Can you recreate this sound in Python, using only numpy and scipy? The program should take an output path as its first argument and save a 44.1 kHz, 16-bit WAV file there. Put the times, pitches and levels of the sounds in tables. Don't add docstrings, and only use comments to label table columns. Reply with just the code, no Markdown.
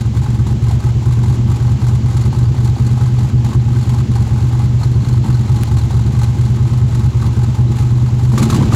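import sys
import numpy as np
from scipy import signal
from scipy.fft import rfft, irfft, next_fast_len
from scipy.io import wavfile
from scipy.ndimage import uniform_filter1d

SR = 44100
rng = np.random.default_rng(int(sys.argv[2]) if len(sys.argv) > 2 else 0)


def how_loud(loudness_db):
    steps = np.asarray(loudness_db, float) / 20
    return 10 ** steps


def log_audio(samples):
    frames = np.atleast_2d(samples).T
    limited = np.clip(frames, -1, 1)
    pcm = np.round(limited * 32767).astype(np.int16)
    wavfile.write(sys.argv[1], SR, pcm)


N = 385875
TIME = np.arange(N) / SR


def unit(x):
    return x / np.sqrt(np.mean(x ** 2))


def curves(rows):
    s, *columns = np.transpose(rows)
    return [np.interp(TIME, s, column) for column in columns]


def filtered(x, response):
    size = next_fast_len(N + SR // 2)
    spectrum = rfft(x, size) * response(np.fft.rfftfreq(size, 1 / SR))
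    return irfft(spectrum, size)[:N]


def colour(points):
    f, db = np.transpose(points)
    return lambda hz: how_loud(np.interp(np.log(hz + 1), np.log(f), db))


def modes(rows):
    return lambda f: sum(gain * 1j * f * width / (centre * centre - f * f + 1j * f * width)
                         for centre, width, gain in rows)


def impulses(s, size):
    inside = s >= 0
    sample = np.minimum(s[inside] * SR, N - 1).astype(int)
    return np.bincount(sample, size[inside], N)


def bursts(s, size, rise_s, fall_s):
    t = TIME[:SR // 10]
    shape = (1 - np.exp(-t / rise_s)) * np.exp(-t / fall_s)
    envelope = signal.fftconvolve(impulses(s, size), shape / shape.max())[:N]
    return envelope * rng.standard_normal(N)


# t/s, f/Hz [four-stroke cycles per second]
CYCLE_RATE = [(0.0, 8.916), (0.75, 8.88), (1.0, 9.233), (2.75, 9.156), (3.0, 9.559), (3.5, 9.123),
              (3.75, 9.416), (4.25, 8.957), (4.5, 9.322), (5.5, 9.27), (5.75, 8.743), (6.75, 9.409),
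              (7.0, 8.966), (8.0, 9.433), (8.25, 9.285), (8.45, 10.366), (8.55, 12.043), (8.75, 13.96)]
# t/s, first lope, second lope, third lope [signed, relative]
LOPE_PATTERNS = [(0.06, -0.2, 0.6, -0.7), (0.28, -1.9, -0.7, 1.4), (0.71, 1.4, 1.2, 1.4),
                 (1.15, -1.1, 0.7, -1.0), (1.8, -1.4, -1.0, -0.9), (2.46, 1.5, 1.4, -0.0),
                 (3.11, -1.2, 0.4, 0.2), (3.33, 0.5, -2.2, -0.7), (3.98, 0.5, 0.9, 0.2),
                 (4.64, 0.6, -0.3, 1.0), (5.07, -2.0, -0.5, 0.9), (5.51, 1.1, -1.6, -0.4),
                 (6.16, -0.6, -1.3, 0.6), (6.81, 1.5, -0.5, -0.5), (7.69, -0.5, 1.2, 1.3),
                 (7.9, -0.4, -0.7, -1.0), (8.12, -0.8, 0.5, 0.6), (8.34, 0.0, 1.5, -3.4)]


def on_crank(angles, per_lope):
    crank = np.cumsum(curves(CYCLE_RATE)[0]) / SR
    cycle = np.arange(-1, int(crank[-1]) + 1)[:, None]
    s = np.interp(cycle + angles, crank, TIME, left=-1, right=-1)
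    s_lope, *lopes = np.transpose(LOPE_PATTERNS)
    change = sum(per * np.interp(s, s_lope, lope) for per, lope in zip(per_lope, lopes))
    return s, (-1.) ** cycle * change


# t/s, pedal [0-1], surge of the whole engine as level/dB
PEDAL_AND_SURGE = [(0, 0.04, -3), (1, 0.1, 0), (8.3, 0.04, 0), (8.4, 1, 0.5), (8.5, 0.57, -1.5),
                   (8.6, 0.9, 3), (8.68, 0.76, -1), (8.75, 1, 7)]


def load(idle_db, open_db, surges=1):
    pedal, surge_db = curves(PEDAL_AND_SURGE)
    pedal_db = idle_db + (open_db - idle_db) * np.clip(pedal, 0, 1)
    return how_loud(pedal_db + surges * surge_db)


CYLINDER_FIRINGS = [(.058, 1.05, .2, .44, 0), (.156, .82, .15, -.05, .47), (.29, .4, -.02, .22, -.03),
                    (.435, .85, .47, 0, -.19), (.533, 2.3, .29, -.08, -.03), (.682, .8, .14, -.21, -.13),
                    (.807, .5, .75, -.06, .05), (.908, .95, -.06, -.34, 0)]
# f/Hz, width/Hz, signed gain [linear]
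BOOM_MODES = [(64.4, 60, -2.6), (75, 13, 2), (128.5, 14, 5.8), (209, 15, .6)]
# f/Hz, width/Hz, signed gain [linear]
BARK_MODES = [(163, 33.5, -0.58), (216.1, 27.6, 1.1), (304.5, 90, -0.224), (340.7, 35, 0.4)]


def firings(bark_scatter=1.0, boom_hz=420, bark_hz=430):
    angle, size, *per_lope = np.transpose(CYLINDER_FIRINGS)
    s, change = on_crank(angle, per_lope)
    size = size + change
    chance = rng.standard_normal((4, *s.shape))

    def thin_bass(f):
        return (1j * f / (1j * f + 40)) ** 3 / (1 + (39 / (f + 1)) ** 8)

    def muffled(f, top_hz):
        return 1 / (1 + (f / top_hz) ** 7)

    boom = impulses(s + .0002 * chance[0], size + .2 * chance[1])
    boom = filtered(boom, lambda f: modes(BOOM_MODES)(f) * thin_bass(f) * muffled(f, boom_hz))
    bark_size = size ** 2 / (1 + np.abs(size)) + bark_scatter * chance[3]
    bark = impulses(s + 0.0015 * chance[2], bark_size)
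    bark = unit(bark) + how_loud(-3) * rng.standard_normal(N)
    bark = filtered(bark, lambda f: modes(BARK_MODES)(f) * thin_bass(f / 3.73) * muffled(f, bark_hz))
    return load(-9.5, -11.5) * unit(boom) + load(-26, -11.5) * unit(bark)


# f/Hz, width/Hz, level/dB
PANEL_MODES = [(825, 45, 6), (980, 140, -1.5), (1047, 45, 3.5), (1140, 31, -1), (1268, 36, 0),
               (1546, 81, -6), (2066, 53, -8)]


def panels(x):
    rows = [(f, width, (-1) ** k * how_loud(db)) for k, (f, width, db) in enumerate(PANEL_MODES)]
    return filtered(x, modes(rows))


# start t/s, length t/s, depth as level/dB [negative: they swell]
PUFF_LULLS = [(.02, 0.034, 3), (0.076, .055, 20), (0.218, 0.049, -2), (0.428, 0.03, 10), (0.53, .085, 25),
              (0.759, 0.034, 10), (0.907, 0.14, 23), (1.195, 0.031, 3), (1.367, 0.106, 7),
              (1.598, 0.088, 1.5), (1.728, 0.056, 12), (1.978, 0.073, 7), (2.282, 0.036, 8),
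              (2.447, 0.11, 4), (2.7, 0.059, 8), (3.091, 0.11, 3), (3.303, .135, 7), (3.565, 0.113, 5.5),
              (4.015, 0.092, 29), (4.298, .04, 2.5), (4.66, 0.132, 4), (4.865, 0.17, 3.5), (5.18, .055, 10),
              (6, 0.057, 4), (6.56, 0.11, 3), (6.808, 0.09, 3), (7.064, 0.096, 4), (7.275, 0.053, 4),
              (7.445, 0.1, 3), (7.62, 0.085, 7), (7.893, 0.28, 2), (8.46, 0.12, 1), (8.572, 0.14, 6)]


def lulls(fade_s=0.012, return_s=0.0095):
    lost_db = 0
    for s, length, db in PUFF_LULLS:
        corners = [s, s + min(fade_s, length / 2), s + length, s + length + return_s]
        lost_db = lost_db + db * np.interp(TIME, corners, [0, 1, 1, 0])
    return lost_db


# angle [cycles], body level/dB, hiss level/dB, tick level/dB,
# level/dB per first, second and third lope; all levels relative within their layer
EXHAUST_PUFFS = [(0.066, -4, 8.5, 6, 1.5, 4.5, -1), (0.151, 1, -1, -17, 1.5, -0.5, 1),
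                 (.31, 1.1, 3.6, 9.5, 0.5, 1, 2.5), (0.448, 2, 5, -14, 4, -4.5, -6.5),
                 (0.524, -6.5, 2.7, -6, 3.5, 5, 4.5), (0.678, 2.7, 8, -6, -1, -2, 1.4),
                 (0.907, 1.5, 4.5, 3, 1.5, -4.5, -2.4)]
# [per Hz, relative]
GAS_COLOUR = [(1180, 1), (2000, -0.5), (3080, -3.5), (4140, 2.5), (5310, -5), (7320, 0.5), (8550, -8.5),
              (9490, -6.5), (11400, -10.5), (15100, -19), (15800, -28)]
# t/s, f/Hz, level/dB
VALVE_RING = [(0, 4350, -71), (2.5, 4420, -49.5), (4.3, 4295, -56.5), (5.5, 4175, -47), (6.5, 4030, -58),
              (8.75, 4010, -57)]


def puffs(hiss_drops=2.1):
    angle, body_db, hiss_db, tick_db, *per_lope = np.transpose(EXHAUST_PUFFS)
    s, lope_db = on_crank(angle, per_lope)
    chance = rng.standard_normal((3, *s.shape))
    size = how_loud(5 * np.tanh(lope_db / 5) + 1.8 * chance[0])
    body = panels(bursts(s, size * how_loud(body_db), 0.0003, 0.009))
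    hiss = bursts(s, size * how_loud(hiss_db + 1.5 * chance[1]), .005, .008)
    hiss = filtered(hiss, colour(GAS_COLOUR))
    narrow = bursts(s, size * how_loud(tick_db + 3 * chance[2]), .002, .006)
    narrow = filtered(narrow, lambda f: 1 / (1 + 1j * f / 180) ** 2)
    ring_hz, ring_db = curves(VALVE_RING)
    target_s = TIME[::SR // 40]
    ring_hz = ring_hz + 130 * np.interp(TIME, target_s, rng.standard_normal(len(target_s)))
    tick = narrow * np.sin(2 * np.pi * np.cumsum(ring_hz) / SR)
    kept = how_loud(-lulls())
    body = load(-36.5, -31) * kept * unit(body)
    hiss = load(-40.5, -30.5) * kept ** hiss_drops * unit(hiss)
    return body + hiss + how_loud(ring_db) * unit(tick)


# t/s, level/dB [relative], hiss level/dB [against the pop], ring f/Hz
SHARP_POPS = [(0.24, -20, -26, 860), (0.466, -21, -5, 870), (0.709, -16, -9, 760), (1.024, -20.5, -11, 885),
              (1.238, -15.5, -24, 910), (1.821, -23, -18, 840), (2.328, -14, -19, 890),
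              (2.544, -20, -14, 835), (2.764, -20, -23, 830), (2.975, -17, -13, 800), (3.186, -16, -8, 775),
              (3.444, -19, -22, 810), (3.529, -16.5, -9, 1080), (3.941, -17, -20, 850),
              (4.159, -15, -16, 815), (4.271, -19, -15, 820), (4.598, -15, -25, 830),
              (4.812, -14, -21, 840), (5.24, -17, -23, 890), (5.259, -18, -10, 870), (5.457, -24, -16, 860),
              (5.676, -18.5, -17, 840), (5.767, -19, -4, 1110), (5.906, -15, -12, 850),
              (6.347, -24, -13, 880), (7.225, -16.5, -15, 1140), (7.546, -20, -10, 900),
              (7.785, -20.5, -4, 815), (8.193, -17.5, -15, 850), (8.318, -14, -11, 980),
              (8.377, -7.5, -4, 1140), (8.425, -9, -1, 1140), (8.499, -10.5, -1.5, 1270),
              (8.527, -6, -14.5, 1100), (8.543, -14, -1, 1000), (8.562, -11, -10, 845),
              (8.609, -8, -23, 985), (8.723, -5.5, -30, 1220), (8.737, -8, -31, 790)]


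def pops(echo_s=0.019, echo_db=-6.5):
    s, db, hiss_db, _ = np.transpose(SHARP_POPS)
    t = TIME[:SR // 20]
    ring = np.zeros(N + len(t))
    for start, pop_db, _, hz in SHARP_POPS:
        decay = how_loud(pop_db - 2 - 60 * t / .026)
        front = 1 - np.exp(-t / .0005)
        ring[round(start * SR):][:len(t)] += decay * front * np.sin(2 * np.pi * hz * t)
    body = ring[:N] + how_loud(-5) * panels(bursts(s, how_loud(db), .0005, .007))
    hiss = filtered(bursts(s, how_loud(db + hiss_db), 0.0023, 0.011), colour(GAS_COLOUR))
    echo = how_loud(echo_db) * np.pad(body, (round(echo_s * SR), 0))[:N]
    return body + echo + how_loud(-4.5) * hiss


# t/s, level/dB [of the blow before its filter]
NEAR_CLICK = [(5.6351, 5)]


def click():
    s, db = np.transpose(NEAR_CLICK)
    return filtered(impulses(s, -how_loud(db)), modes([(1500, 3000, 1), (10000, 7000, .3)]))


# [per Hz, relative]
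AIR_COLOUR = [(240, -6), (400, -2.5), (544, -9.5), (654, -9.5), (824, -9), (1390, -18), (3090, -18.5),
              (4080, -20.5), (5300, -23.5), (7320, -21.5), (8540, -35), (11100, -37.5), (15800, -43.5)]


def drone():
    air = filtered(rng.standard_normal(N), colour(AIR_COLOUR))
    return load(-35.5, -25.5, surges=0.66) * unit(air)


def scene():
    return (firings() + puffs() + pops() + click() + drone())[None]


def top_cut(x):
    return signal.sosfilt(signal.butter(12, 16180, fs=SR, output="sos"), x)


def record(dry, squeeze=0.69, knee_db=-12, window_s=0.1, top=0.79, hardness=3.4):
    power = uniform_filter1d(dry ** 2, round(window_s * SR), axis=1)
    level = np.sqrt(np.abs(power))
    even = dry * (.5 + .5 * (level / how_loud(knee_db)) ** 2) ** (-squeeze / 2)
    soft = even / (1 + np.abs(even / top) ** hardness) ** (1 / hardness)
    return top_cut(soft)


dry = scene()
out = record(dry)
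log_audio(out)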